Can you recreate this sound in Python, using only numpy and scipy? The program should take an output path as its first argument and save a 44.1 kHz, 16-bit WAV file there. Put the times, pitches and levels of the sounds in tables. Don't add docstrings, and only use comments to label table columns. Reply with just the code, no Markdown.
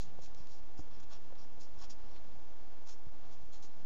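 import sys
import numpy as np
from scipy import signal
from scipy.fft import rfft, irfft, next_fast_len
from scipy.io import wavfile
from scipy.ndimage import map_coordinates

SR = 44100
rng = np.random.default_rng(int(sys.argv[2]) if len(sys.argv) > 2 else 0)


def unload_audio(sound):
    columns = np.transpose(np.atleast_2d(sound))
    steps = np.round(np.clip(columns, -1, 1) * 32767)
    wavfile.write(sys.argv[1], SR, steps.astype(np.int16))


def volts_from_decibels(level):
    exponent = np.asarray(level, float) / 20
    return 10 ** exponent


N = 169785


def unit(x):
    return x / np.sqrt(np.mean(x ** 2) + 1e-20)


def wobble(rate_hz):
    knots = rng.standard_normal(int(N * rate_hz / SR) + 4)
    return map_coordinates(knots, [np.arange(N) * rate_hz / SR])


def filtered(x, response):
    m = next_fast_len(len(x) + 8192)
    return irfft(rfft(x, m) * response(np.fft.rfftfreq(m, 1 / SR)), m)[:len(x)]


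def colour(points):
    hz_points, db = np.transpose(points)
    return lambda hz: volts_from_decibels(np.interp(np.log(hz + 1), np.log(hz_points + 1), db, left=-120))


def coloured_noise(points):
    return unit(filtered(rng.standard_normal(N), colour(points)))


def level_curve(points):
    return np.interp(np.arange(N) / SR, *np.transpose(points))


def resonant(peaks, shift_db):
    def response(f):
        total = 0
        for k, (hz, width_hz, db) in enumerate(peaks):
            damping = 1j * f * width_hz
            total = total + (-1) ** k * volts_from_decibels(db + shift_db[k]) * damping / (hz * hz - f * f + damping)
        return total
    return response


def ring(modes, attack_s):
    t = np.arange(SR // 2) / SR
    total = np.zeros(len(t))
    for hz, db, t60_s in modes:
        total -= volts_from_decibels(db - 60 * t / t60_s) * np.sin(2 * np.pi * hz * t)
    return total * (1 - np.exp(-t / attack_s))


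def add(track, s, sound):
    track[round((s + 1) * SR):][:len(sound)] += sound


def felt_on_fibres(count):
    fibres_per_s, fibre_db, clump_db = 11000, 1.8, 1.2
    caught = rng.random(count) < fibres_per_s / SR
    strength = rng.standard_normal(count) * volts_from_decibels(fibre_db * rng.exponential(size=count))
    return unit(caught * strength * volts_from_decibels(clump_db * wobble(300)[:count]))


def stroke_speed(t, length_s, rise):
    edge_power, drag_db, drag_s = 1.3, -18, 0.032
    u, top = t / length_s, np.clip(rise, .05, .95)
    ramp = np.clip(np.minimum(u / top, (1 - u) / (1 - top)), 0, 1)
    drag = np.clip(u / top, 0, 1) * np.exp(-np.maximum(t - length_s, 0) / drag_s)
    return np.sin(np.pi / 2 * ramp) ** edge_power + volts_from_decibels(drag_db) * drag


# (start [s], length [s], level [dB], rise [share of length], sheet over barrel [dB])
STROKES = [(-.03, 0.096, -56, 0.3, -18.5), (0.203, 0.079, -58, .5, -25), (0.348, .13, -67, 0.3, -6),
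           (0.463, 0.14, -64, 0.4, -21.5), (0.771, 0.06, -63.5, .2, -8.5), (0.899, 0.12, -70, 0.2, 1),
           (0.995, .03, -65.5, 0.1, 0), (1.017, 0.039, -68, 0.5, -0.5), (1.09, 0.094, -60.5, .45, -0.5),
           (1.364, .11, -65.5, 0.3, -6), (1.596, 0.073, -58.5, 0.2, -24), (1.762, .103, -58.5, 0.8, -3.5),
           (1.893, 0.046, -54.5, 0.2, -13), (2.017, 0.13, -71, 0.93, -33), (2.136, .055, -65, 0.6, -12),
           (2.853, 0.1, -55.5, .45, -10.5), (3.196, 0.067, -77, 1, 6), (3.307, 0.064, -66.5, 0.2, -12),
           (3.515, .078, -61, .3, -9.5), (3.62, 0.06, -58, 0.18, -11)]
# (low barrel level [dB], high barrel level [dB])
GRIPS = [(4, 4.5), (2, 3.5), (-0.5, -2.5), (0, 0), (-7.5, 2.5), (-2, -11.5), (-11, 1), (2, 2), (-1, -1.5),
         (-4, -7.5), (-1.5, 1), (-2, -1), (-5, -1), (3, -11.5), (13, -8), (-2, 2), (8, -3.5), (1, 2.5),
         (5, 5), (1, 5)]
# (frequency [Hz], width [Hz], level [dB])
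BARREL_PEAKS = [(2615, 220, -16), (3328, 310, -11), (4180, 440, -6.5), (4820, 200, -4), (5378, 200, -1.5),
                (5742, 260, -4), (6113, 320, -7), (6740, 300, -3), (6983, 250, -3.5), (7460, 280, -7.5)]
# (frequency [Hz], width [Hz], level [dB])
SHEET_PEAKS = [(675, 300, -1.5), (1146, 190, 2.5), (1416, 200, -0.5), (1792, 300, -5.5), (2575, 300, -9.5),
               (3372, 210, -7)]


def strokes():
    low_below_hz, high_above_hz = 4600, 5800
    track, t = np.zeros(N + 2 * SR), np.arange(SR // 4) / SR
    for (s, length_s, db, rise, sheet_db), (low_db, high_db) in zip(STROKES, GRIPS):
        fibres = felt_on_fibres(len(t))
        grip_db = [low_db if hz < low_below_hz else high_db if hz > high_above_hz else 0
                   for hz, _, _ in BARREL_PEAKS]
        barrel = unit(filtered(fibres, resonant(BARREL_PEAKS, grip_db)))
        sheet = unit(filtered(fibres, resonant(SHEET_PEAKS, np.zeros(len(SHEET_PEAKS)))))
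        speed = stroke_speed(t, length_s, rise)
        add(track, s, volts_from_decibels(db) * speed * (barrel + volts_from_decibels(sheet_db) * sheet))
    return track[SR:SR + N]


# (time [s], tip tap [dB], desk knock [dB], hand thud [dB])
LANDINGS = [
    (.189, -46, -61, -60),
    (.405, -64, -70, -48),
    (.792, -50, -40.5, -36.5),
    (1.3248, -47.5, -62, -51.5),
    (1.578, -50.5, -55.5, -53.5),
    (3.068, -59.5, -57.5, -41.5),
]
# (frequency [Hz], level [dB], t60 [s])
TAP_MODES = [(401, -3.5, .025), (525, 1.5, .03), (668, -4, 0.028)]
# (frequency [Hz], level [dB], t60 [s])
KNOCK_MODES = [(233, -1, 0.04), (297, -1, .06), (741, -7.5, 0.046), (1170, -11, 0.013), (1680, -13, .015)]
# (frequency [Hz], level [dB], t60 [s])
THUD_MODES = [(38, -8.5, 0.14), (67.3, 0, .07), (131, -3.5, .06)]


def landings():
    track = np.zeros(N + 2 * SR)
    for s, tap_db, knock_db, thud_db in LANDINGS:
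        add(track, s, volts_from_decibels(tap_db) * ring(TAP_MODES, 0.00014))
        add(track, s, volts_from_decibels(knock_db) * ring(KNOCK_MODES, .0006))
        add(track, s, volts_from_decibels(thud_db) * ring(THUD_MODES, 0.0011))
    return track[SR:SR + N]


# (time [s], peak level [dB], pitch [Hz])
SNAPS = [(0.195, -49, 5020), (0.261, -41, 4540), (0.285, -51, 4030), (.348, -36, 5850), (.457, -54, 3520),
         (.472, -40.5, 4800), (0.52, -54, 3600), (1.355, -46, 2900), (2.165, -42, 3200)]


def snaps():
    t60_s = .0016
    track = np.zeros(N + 2 * SR)
    for s, db, hz in SNAPS:
        modes = [(hz, 0, t60_s), (.75 * hz, -3, t60_s), (1.28 * hz, -3, t60_s)]
        add(track, s, volts_from_decibels(db) * ring(modes, .0001))
    return track[SR:SR + N]


# (time [s], level [dB])
RUB_LEVEL = [(0.06, -69), (0.26, -71.5), (0.41, -70), (0.57, -76.5), (0.86, -71), (1.11, -73.5),
             (1.45, -72.5), (1.59, -70), (1.78, -69), (2.0, -76.5), (2.25, -72), (2.36, -74), (2.55, -81),
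             (2.79, -79.5), (3.1, -82.5), (3.23, -69), (3.41, -73.5), (3.78, -71.5)]
# (frequency [Hz], density [dB per Hz])
RUB_COLOUR = [(70, -29), (95, -5.5), (125, -1.5), (170, -4.5), (230, -8), (320, -31)]


def hand_rub():
    return volts_from_decibels(level_curve(RUB_LEVEL) + 3.0 + 3.5 * wobble(14)) * coloured_noise(RUB_COLOUR)


# (time [s], level [dB])
SWAY_LEVEL = [(0.1, -61), (0.18, -63), (0.48, -66.5), (0.75, -65.5), (1.02, -65), (1.43, -65),
              (1.66, -66.5), (2.03, -59), (2.15, -62), (2.28, -63), (2.54, -64), (2.82, -68), (3.35, -67),
              (3.48, -68), (3.64, -67), (3.75, -69)]
# (frequency [Hz], density [dB per Hz])
SWAY_COLOUR = [(3, -5), (15, -3.5), (30, 1), (60, -7), (110, -13.5), (200, -50)]


def desk_sway():
    return volts_from_decibels(level_curve(SWAY_LEVEL) + 3.0 + 2.2 * wobble(8)) * coloured_noise(SWAY_COLOUR)


# (frequency [Hz], rms level [dB])
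MOTOR_HARMONICS = [(236.9, -79), (355.3, -77.5), (414.5, -82.5), (473.7, -80), (532.9, -83.5),
                   (769.8, -72.5), (888.2, -75), (1066, -84), (1125, -85), (1184, -87), (1244, -85.5),
                   (1303, -87)]


def motor_hum():
    t = np.arange(N) / SR
    hum = np.zeros(N)
    for hz, db in MOTOR_HARMONICS:
        level = volts_from_decibels(db + 2 + 1.3 * wobble(12))
        hum += level * np.sin(2 * np.pi * (hz * t + rng.random()) + .4 * wobble(6))
    return hum


# (frequency [Hz], density [dB per Hz])
AIR_COLOUR = [(90, -40), (170, -20), (230, -0.5), (520, -3.5), (800, -3), (1300, -11), (2200, -16),
              (7000, -25.5)]


def room_air():
    return volts_from_decibels(-63.5 + 1.1 * wobble(4) + 1.1 * wobble(118)) * coloured_noise(AIR_COLOUR)


def scene():
    writing = strokes() + landings() + snaps()
    background = hand_rub() + desk_sway() + motor_hum() + room_air()
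    return (writing + background)[None]


# (frequency [Hz], gain [dB])
CAMERA_ROLL_OFF = [(100, 0), (6500, -1.5), (7200, -7), (7800, -11.5), (8300, -20), (8900, -40.5),
                   (9400, -37), (12000, -31.5)]


def converter(x):
    rate_hz, step = 16000, .00095
    stall_start_s, stall_end_s = 2.8793, 2.883
    slow = signal.resample_poly(x, 160, 441)
    steps = np.round(slow / step) * step
    steps[round(stall_start_s * rate_hz):round(stall_end_s * rate_hz)] = 0
    held = np.interp(np.arange(N) / SR, np.arange(len(steps)) / rate_hz, steps)
    roll_off = colour([(0, 0), *CAMERA_ROLL_OFF])
    return filtered(held, lambda hz: roll_off(hz) / np.sinc(np.minimum(hz, 9000) / rate_hz) ** 2)


def camera_electronics():
    offset, drift_db, whine_hz, whine_db = .0438, -76.5, 12101, -91.5
    whine = volts_from_decibels(whine_db) * np.sin(2 * np.pi * whine_hz * np.arange(N) / SR)
    return volts_from_decibels(drift_db) * wobble(25) + whine + offset


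def low_pass(x):
    return signal.sosfilt(signal.butter(12, 15800, fs=SR, output="sos"), x)


def record(dry):
    mix = (converter(dry[0]) + camera_electronics())[None]
    return low_pass(mix)


dry = scene()
out = record(dry)
unload_audio(out)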